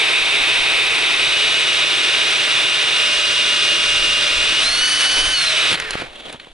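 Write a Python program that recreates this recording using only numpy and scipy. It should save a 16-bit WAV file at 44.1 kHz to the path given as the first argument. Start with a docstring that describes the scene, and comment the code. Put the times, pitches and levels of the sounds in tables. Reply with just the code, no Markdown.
"""Geared drill boring ice

A cordless drill drives an ice auger at arm's length: rotating gears whine as tones at multiples of the shaft
speed, and blades rasp as dense random fractures. The shaft races as the load lets go, bogs down again and fades.
Damped noise bursts are the knocks of auger and ice; clumped grains are slush and rustling sleeves.
Slow low-frequency noise is light wind and handle shudder; two ports hear it all with a phase difference.
"""
import sys
import numpy as np
from scipy import signal
from scipy.fft import rfft, irfft
from scipy.io import wavfile

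SR = 44100
rng = np.random.default_rng(int(sys.argv[2]) if len(sys.argv) > 2 else 0)


def wav_out(sig):
    """Save sig, one row per channel (or a flat mono array), as 16-bit PCM at SR to the path in sys.argv[1]."""
    wavfile.write(sys.argv[1], SR, np.round(np.clip(np.atleast_2d(sig).T, -1, 1) * 32767).astype(np.int16))


N = 287964
TIME = np.arange(N) / SR  # s

# Wind gusts on the microphone: (time [s], length [s], level [dB])
WIND_GUSTS = [(.5, 0.81, -50), (1.35, .25, -48), (4.05, 0.26, -37), (4.42, 0.16, -36), (4.75, .18, -36),
              (5.26, 0.16, -30.5), (5.85, 0.57, -47)]
# Wind spectrum: (frequency [Hz], relative level [dB])
WIND_SPECTRUM = [(10, -3), (22, -0.5), (45, -8.5), (90, -13), (200, -55), (500, -57)]
# Jolts of the handle: (time [s], length [s], level [dB])
HANDLE_JOLTS = [(5.738, .05, -36.5), (6.01, .08, -46), (6.3, .1, -55)]
# Handle rumble spectrum: (frequency [Hz], relative level [dB])
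HANDLE_SPECTRUM = [(40, -35), (90, -2), (135, 5.5), (200, -8), (400, -30.5)]
# Sleeve swishes: (time [s], length [s], level before SLUSH_TRIM_DB [dB])
SLEEVE_SWISHES = [(6.17, 0.09, -38), (6.27, 0.08, -33.5), (6.335, 0.057, -39), (6.435, .05, -47)]
# Wet slush spectrum: (frequency [Hz], relative level [dB])
SLUSH_SPECTRUM = [(100, -13), (250, -12), (450, -2), (1000, -10), (1700, -7), (2500, -7), (4000, -13),
                  (6500, -28), (11000, -31)]
# Sleeve cloth spectrum: (frequency [Hz], relative level [dB])
SLEEVE_SPECTRUM = [(100, -25), (200, -10), (600, -6), (1200, -15.5), (2200, -14), (3400, -8.5),
                   (5100, -24.5), (11000, -28)]
# Knocks of auger and ice: (time [s], level of the clack before decay [dB], low thud relative to it [dB],
# sharp snap relative to it [dB], time to decay by 60 dB [s])
ICE_KNOCKS = [(5.712, -22, 1, -7, 0.063), (5.727, -15, -14, -12, 0.11), (5.74, -19, -8, -14, 0.063),
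              (5.754, -20, -7, -17, .02), (5.7998, -11, -23, -7, 0.014), (5.9073, -11, -11.5, -4.5, .013),
              (5.934, -19.5, -11, -13, 0.02), (5.954, -24, 8, -14, 0.016), (5.999, -27, 1, -17, 0.026),
              (6.02, -29, 9.5, -16, 0.035), (6.327, -26, -14, -1.5, 0.014),
              (6.343, -40.5, 10.5, -16, 0.059), (6.398, -31, -15, -19, 0.053), (6.445, -37, -11, -18, .03),
              (6.47, -40.5, 5, -14, .03)]
# Spectra of the three parts of a knock: (frequency [Hz], relative level [dB])
THUD_SPECTRUM = [(50, -11), (130, 2.0), (600, 0), (1400, -9), (3000, -40)]
CLACK_SPECTRUM = [(500, -31), (1500, -1), (2500, 0.5), (4200, 0.5), (6000, -35), (11000, -37)]
SNAP_SPECTRUM = [(2500, -27), (4500, 0.5), (8500, -1), (11000, 0), (13000, -40)]
# Grinding, one row each for upright, leaning and running light:
# (level [dB], low scrape relative to it [dB], hiss of chips relative to it [dB])
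GRINDING_BALANCE = [(-17.5, -14.3, -14.8), (-19, -17.5, -9.0), (-22, -17, -6)]
# Grinding spectrum under load, body upright: (frequency [Hz], relative level [dB])
UPRIGHT_SPECTRUM = [(150, -31.5), (235, -32.5), (320, -13), (450, -8.5), (560, -19.5), (660, -13),
                    (1630, -11), (2500, 1.5), (3240, -5.5), (3720, -5.5), (4420, -12), (6400, -20),
                    (7050, -27.5), (8200, -16), (9100, -26), (10100, -18.5), (11000, -27.5)]
# Grinding spectrum under load, leaning over the drill: (frequency [Hz], relative level [dB])
LEANING_SPECTRUM = [(180, -23.5), (240, -24), (340, -12.5), (620, -16.5), (820, -21), (1350, -7.5),
                    (2100, -7.5), (2500, -2.5), (3050, -3.5), (3650, 0.5), (4300, -7), (5900, -11),
                    (7000, -21), (8100, -16), (11000, -25)]
# Grinding spectrum with the blades running light: (frequency [Hz], relative level [dB])
LIGHT_SPECTRUM = [(180, -17.5), (450, -6.5), (1000, -5.5), (1500, -6.5), (2100, -4.5), (2700, -2.5),
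                  (3500, -3.5), (4300, -10), (5700, -5.5), (7300, -18), (9100, -9), (9900, -12.5),
                  (11000, -15)]
# Resonances of housing and auger, under load and upright: (frequency [Hz], width [Hz], boost [dB])
HOUSING_RINGS = [(2370, 91, 2.5), (2530, 130, 0.5), (3720, 88, 5.5)]
# The freed auger brushes the wall of the hole:
# (time [s], length [s], extra grinding [dB], extra low scrape [dB])
WALL_BRUSHES = [(5.117, 0.14, 1.5, 0), (5.25, 0.24, 0, 6.5), (5.403, 0.25, 0.8, -5.5)]
# Motor shaft speed: (time [s], speed [turns/s])
SHAFT_SPEED = [(0, 258), (1.25, 256.3), (1.95, 250.3), (4.27, 248.3), (4.36, 244), (4.45, 250), (4.6, 253),
               (4.64, 269), (4.69, 282), (4.82, 295), (4.97, 300), (5.02, 296), (5.32, 305), (5.38, 288),
               (5.44, 281), (5.56, 259), (5.7, 252), (5.78, 196), (5.9, 176), (6.05, 110)]
# Pull of the blades: (time [s], load [0-1])
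BLADE_LOAD = [(0, 0.99), (4.2, 0.91), (4.59, 0.94), (4.66, 0.24), (4.85, 0), (5.3, 0.15), (5.44, 0.32),
              (5.56, 0.89), (5.7, 0.9), (5.8, 0.3)]
# How far the body leans over the drill: (time [s], lean [0-1])
BODY_LEAN = [(0, 0.13), (1.15, 0.17), (1.3, 0.45), (2.4, .56), (2.92, 0.5), (3.12, 0.86), (3.85, 0.95),
             (4.5, 0.82), (5.4, 0.95), (5.65, 0.5)]
# Strong gear meshes: (multiple of shaft speed, roughness before load scaling [0-1], level under load
# upright [dB], half leaning [dB], fully leaning [dB], level running light [dB], level coasting [dB],
# resonance in which the mesh sings [Hz], its width [Hz], its boost [dB])
GEAR_MESHES = [(11.41, 0.26, -46, -25.5, -19, -50, -60, 2900, 47, 3),
               (10, 0.37, -30, -34, -29.5, -34, -30.5, 2995, 205, 12),
               (15, 0.38, -38.5, -31, -40, -38.5, -58, 4236, 600, 16.5),
               (2.39, 0.47, -56, -44.5, -38, -57, -40, 657, 75, 13)]
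# One rough mesh: (multiple of shaft speed, roughness before load scaling [0-1], level under load
# upright [dB], leaning [dB], level running light [dB])
ROUGH_MESH = (14.05, 0.45, -27.5, -31, -38)
# Weaker orders of motor and gearbox: (multiple of shaft speed, level under load before shading [dB],
# level running light before shading [dB])
WEAK_ORDERS = [(0.997, -59.5, -46), (2.623, -44.5, -59), (4, -47, -54), (5.016, -46, -33),
               (5.95, -41.5, -38), (10.3, -37, -53), (12.72, -41, -35), (15.6, -67, -33), (17.5, -59, -36),
               (20.04, -71, -31), (21.47, -41.5, -63), (21.8, -61, -38), (23.27, -40.5, -49),
               (26.35, -46, -55), (29.93, -59, -33.5), (30.24, -46.5, -44), (31, -58, -47)]
# Phase between the two ports: (frequency [Hz], lead of the left port [rad])
PORT_LEAD = [(100, -0.08), (280, -0.55), (600, -1.02), (1100, -1.2), (2800, -0.76), (5000, -.5),
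             (6900, -0.65), (9200, -0.15)]

BREEZE_DB, SHUDDER_DB = -53.5, -49  # steady wind, and the handle while the motor drives
RELEASE_S, RELEASE_FADE_S = 5.72, 0.043  # the trigger is let go and the blades stop cutting
SHUDDER_FADE_S = 0.25  # the handle calms down after the release
RUN_ON_S, RUN_ON_LENGTH_S = 5.85, 0.068  # the slack gears whistle once more as they coast
CHURN_DB, SLEEVE_REST_DB, SLUSH_TRIM_DB = -27.5, -47.5, -1.0  # the trim is added to the other two
CHURN_END_S, SETTLE_DB_PER_S = 6.01, 157  # slush churns evenly until the auger rests, then settles
SLUSH_TONE, SLEEVE_TONE = (-11, -15), (-4.1, -14.5)  # dB of (low slosh, fizz) relative to the middle
FLUTTER_DB = 0.74  # rms waver of the whine as the teeth bear unevenly
PORT_BALANCE_DB = -0.74  # left minus right
EDGE_HZ = 11150  # upper band limit


def amp(db):
    """Level law: converts decibels to an amplitude ratio."""
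    return 10 ** (np.asarray(db) / 20)


def unit(x):
    """Normalisation: scales a signal to rms 1."""
    return x / np.sqrt(np.mean(abs(x) ** 2) + 1e-20)


def curve(rows, t):
    """Linear interpolation: reads a control curve over time."""
    return np.interp(t, *np.transpose(rows))


def colour(points, hz):
    """Logarithmic frequency scale: interpolates a spectrum along it."""
    f, value = np.transpose(points)
    return np.interp(np.log(hz + 1), np.log(f + 1), value)


def ramp(t, start, length):
    """Linear transition: goes from 0 to 1 over the given stretch."""
    return np.clip((t - start) / length, 0, 1)


def bell(t, s, length):
    """Gaussian pulse: rises and falls around s, above half height for the given length."""
    return 0.5 ** ((2 * (t - s) / length) ** 2)


def swells(rows, t, floor):
    """Addition of powers: incoherent swells combine over a floor."""
    power = sum((amp(db) * bell(t, s, length)) ** 2 for s, length, db in rows)
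    return np.sqrt(floor ** 2 + power)


def wander(rate_hz):
    """Low-passed randomness: smooth chance motion of rms 1, up to about the given rate."""
    t = TIME[::64]  # slow motion needs only a coarse time grid
    hz = np.fft.rfftfreq(len(t), t[1])
    spectrum = rfft(rng.standard_normal(len(t))) * np.exp(-(hz / rate_hz) ** 2)
    return np.interp(TIME, t, unit(irfft(spectrum, len(t))))


def noise(points):
    """Spectral shaping: filters white noise to a steady colour of rms 1."""
    gain = amp(colour(points, np.fft.rfftfreq(N, 1 / SR)))
    return unit(irfft(rfft(rng.standard_normal(N)) * gain, N))


def grains(per_s, spread_db):
    """Random impulse process: tiny fractures, a few much larger than the rest."""
    size = amp(spread_db * np.minimum(rng.exponential(1, N), 4))
    sign = rng.choice([-1, 1], N)
    return unit(size * sign * (rng.random(N) < per_s / SR))


def band_db(gain, hz, low_hz, high_hz):
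    """Band power: sums the squared gain within a band, in dB."""
    inside = (hz > low_hz) & (hz < high_hz)
    return 10 * np.log10((gain[inside] ** 2).sum(0) / len(hz))


def voiced(drive, shape, levels):
    """Source-filter principle: a moving spectrum colours a drive, with set middle, lows and highs."""
    hz, t, z = signal.stft(unit(drive), SR, nperseg=512, noverlap=384)
    gain = amp(shape(hz[:, None], t))
    mid = band_db(gain, hz, 1200, 4500)
    low = band_db(gain, hz, 250, 1000)
    high = band_db(gain, hz, 4800, 11000)
    lows = np.interp(hz, [850, 1350], [1, 0])[:, None]
    highs = np.interp(hz, [4100, 5000], [0, 1])[:, None]
    level_db, low_db, high_db = levels(t)
    # lows and highs are placed relative to the middle band
    db = level_db - mid + lows * (low_db + mid - low) + highs * (high_db + mid - high)
    return signal.istft(z * gain * amp(db), SR, nperseg=512, noverlap=384)[1][:N]


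def effort(t):
    """Operating state: load on the blades and lean of the body, both 0 to 1."""
    return np.clip(curve(BLADE_LOAD, t), 0, 1), np.clip(curve(BODY_LEAN, t), 0, 1)


def rumble():
    """Low-frequency pressure noise: gusts on the microphone and the shudder of the handle."""
    wind = swells(WIND_GUSTS, TIME, amp(BREEZE_DB)) * amp(2.9 * wander(19))
    shudder = amp(SHUDDER_DB) * (1 - ramp(TIME, RELEASE_S, SHUDDER_FADE_S))
    handle = swells(HANDLE_JOLTS, TIME, shudder)
    return wind * noise(WIND_SPECTRUM) + handle * noise(HANDLE_SPECTRUM)


def slush_colour(hz, t):
    """Spectral cross-fade: wet churning gives way to the swish of sleeves."""
    settled = np.interp(t, [6.03, 6.14], [0, 1])
    return (1 - settled) * colour(SLUSH_SPECTRUM, hz) + settled * colour(SLEEVE_SPECTRUM, hz)


def slush_levels(t):
    """Exponential settling: churning holds, then dies away; the sleeves swish after it."""
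    churn = amp(CHURN_DB - SETTLE_DB_PER_S * np.maximum(t - CHURN_END_S, 0))
    gain = swells(SLEEVE_SWISHES, t, np.hypot(churn, amp(SLEEVE_REST_DB)))
    settled = ramp(t, CHURN_END_S, 0.032)
    low_db, high_db = ((1 - settled) * wet + settled * dry for wet, dry in zip(SLUSH_TONE, SLEEVE_TONE))
    return 20 * np.log10(gain), low_db, high_db


def slush():
    """Clumped impulse noise: coarse grains as the auger coasts and is let down, then sleeves."""
    drive = grains(per_s=2600, spread_db=1.5) + 0.75 * rng.standard_normal(N)
    clumped = drive * amp(1.7 * wander(66))
    wet = voiced(clumped, slush_colour, slush_levels)
    return amp(SLUSH_TRIM_DB) * wet * ramp(TIME, RELEASE_S, RELEASE_FADE_S)


def knocks():
    """Damped impact: each blow decays exponentially as a thud, a housing clack and an ice snap."""
    out, t = np.zeros(N), np.arange(SR // 8) / SR
    thud, clack, snap = noise(THUD_SPECTRUM), noise(CLACK_SPECTRUM), noise(SNAP_SPECTRUM)
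    for s, db, thud_db, snap_db, t60 in ICE_KNOCKS:
        onset = 1 - np.exp(-t / 0.0004)
        blow = amp(db - 60 * t / t60) * onset
        envelope = np.interp(TIME - s, t, blow, left=0, right=0)
        out += envelope * (clack + amp(thud_db) * thud + amp(snap_db) * snap)
    return out


def grinding_colour(hz, t):
    """Resonance and path: load and lean blend the spectra, with rings when loaded and upright."""
    load, lean = effort(t)
    rings = sum(db / (1 + (2 * (hz - f) / width) ** 2) for f, width, db in HOUSING_RINGS)
    upright = colour(UPRIGHT_SPECTRUM, hz) + rings
    loaded = (1 - lean) * upright + lean * colour(LEANING_SPECTRUM, hz)
    return load * loaded + (1 - load) * colour(LIGHT_SPECTRUM, hz)


def grinding_levels(t):
    """Power rises with load; leaning in brings the hiss of chips closer, and wall contact adds to it."""
    load, lean = effort(t)
    upright, leaning, light = np.array(GRINDING_BALANCE)[:, :, None]
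    loaded = (1 - lean) * upright + lean * leaning
    level_db, low_db, high_db = load * loaded + (1 - load) * light
    for s, length, extra_db, scrape_db in WALL_BRUSHES:
        contact = bell(t, s, length)
        level_db, low_db = level_db + extra_db * contact, low_db + scrape_db * contact
    return level_db, low_db, high_db


def grinding(turns, rattle):
    """Amplitude-modulated fracture noise: blades shave ice, pulsing faintly with the shaft."""
    drive = grains(per_s=12000, spread_db=2.5) + 0.58 * rng.standard_normal(N)
    drive = drive * amp(0.48 * np.cos(2 * np.pi * turns) + rattle)
    cutting = 1 - ramp(TIME, RELEASE_S, RELEASE_FADE_S)
    return voiced(drive, grinding_colour, grinding_levels) * cutting


def gear_line(turns, order, rough):
    """Tooth-mesh tone: a steady core plus a skirt blurred by uneven tooth contact."""
    blur = unit(wander(45) + 1j * wander(50))
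    rough = np.clip(rough, 0, 1)
    envelope = np.sqrt(1 - rough ** 2) + rough * blur
    return np.sqrt(2) * (envelope * np.exp(2j * np.pi * order * turns)).real


def gears(turns, load):
    """Order principle: all tones ride on one shaft, while load and lean shift their balance."""
    speed, lean = curve(SHAFT_SPEED, TIME), effort(TIME)[1]
    driving = 1 - ramp(TIME, RELEASE_S, RELEASE_FADE_S)
    run_on = bell(TIME, RUN_ON_S, RUN_ON_LENGTH_S)
    steady = 0.75 + 0.5 * load  # roughness factor: free gears run more cleanly
    strong = 0
    for (order, rough, upright_db, half_db, leaning_db, light_db, coast_db,
         ring_hz, width_hz, ring_db) in GEAR_MESHES:
        loaded_db = np.interp(lean, [0, 0.5, 1], [upright_db, half_db, leaning_db])
        singing = 0.5 ** ((2 * (order * speed - ring_hz) / width_hz) ** 4)
        driven_db = load * loaded_db + (1 - load) * light_db
        driven_db = driven_db + ring_db * singing + FLUTTER_DB * wander(9.7)
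        gain = driving * amp(driven_db) + run_on * amp(coast_db)
        strong = strong + gain * gear_line(turns, order, rough * steady)
    order, rough, upright_db, leaning_db, light_db = ROUGH_MESH
    loaded_db = (1 - lean) * upright_db + lean * leaning_db
    rough_db = load * loaded_db + (1 - load) * light_db
    weak = amp(rough_db) * gear_line(turns, order, rough * steady)
    shade_db = np.minimum(lean - 0.5, 0) * 16  # high overtones are shaded until the body leans in
    for order, loaded_db, light_db in WEAK_ORDERS:
        db = load * loaded_db + (1 - load) * light_db + shade_db * order / 25
        weak = weak + amp(db) * gear_line(turns, order, rough=0.34 + order / 50)  # higher is rougher
    return strong + weak * driving


def ports(direct, scattered):
    """Interaural-like phase: direct sound reaches two ports out of phase; scattered sound differs."""
    half = np.clip(colour(PORT_LEAD, np.fft.rfftfreq(N, 1 / SR)), -2, 2) / 2
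    side = irfft(1j * np.tan(half) * rfft(direct), N) + scattered
    tilt = amp(PORT_BALANCE_DB / 2)
    return np.array([(direct + side) * tilt, (direct - side) / tilt])


def scene():
    """Superposition: the shaft speed trembles as the blades catch; all sources add at two ports."""
    load = effort(TIME)[0]
    tremble = 0.0013 * wander(22) + 0.0012 * wander(150)
    turns = np.cumsum(curve(SHAFT_SPEED, TIME) * (1 + tremble)) / SR
    rattle = (0.5 + 1.27 * (1 - load)) * wander(26)  # dB; slack gears rattle in bursts
    direct = rumble() + slush() + knocks() + grinding(turns, rattle) + gears(turns, load)
    # fresh random draws make the scattered sound independent of the direct sound
    scattered = amp(-18) * rumble() + amp(-9.5) * (slush() + grinding(turns, rattle))
    return ports(direct, scattered)


def record(dry):
    """Saturation and band limiting: the highest peaks are rounded off, then low-pass filtered."""
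    rounded = dry / (1 + (dry / 0.7) ** 4) ** 0.25
    low_pass = signal.firwin(801, EDGE_HZ, window=("kaiser", 9), fs=SR)
    return signal.oaconvolve(rounded, low_pass[None], "same")


dry = scene()
out = record(dry)
wav_out(out)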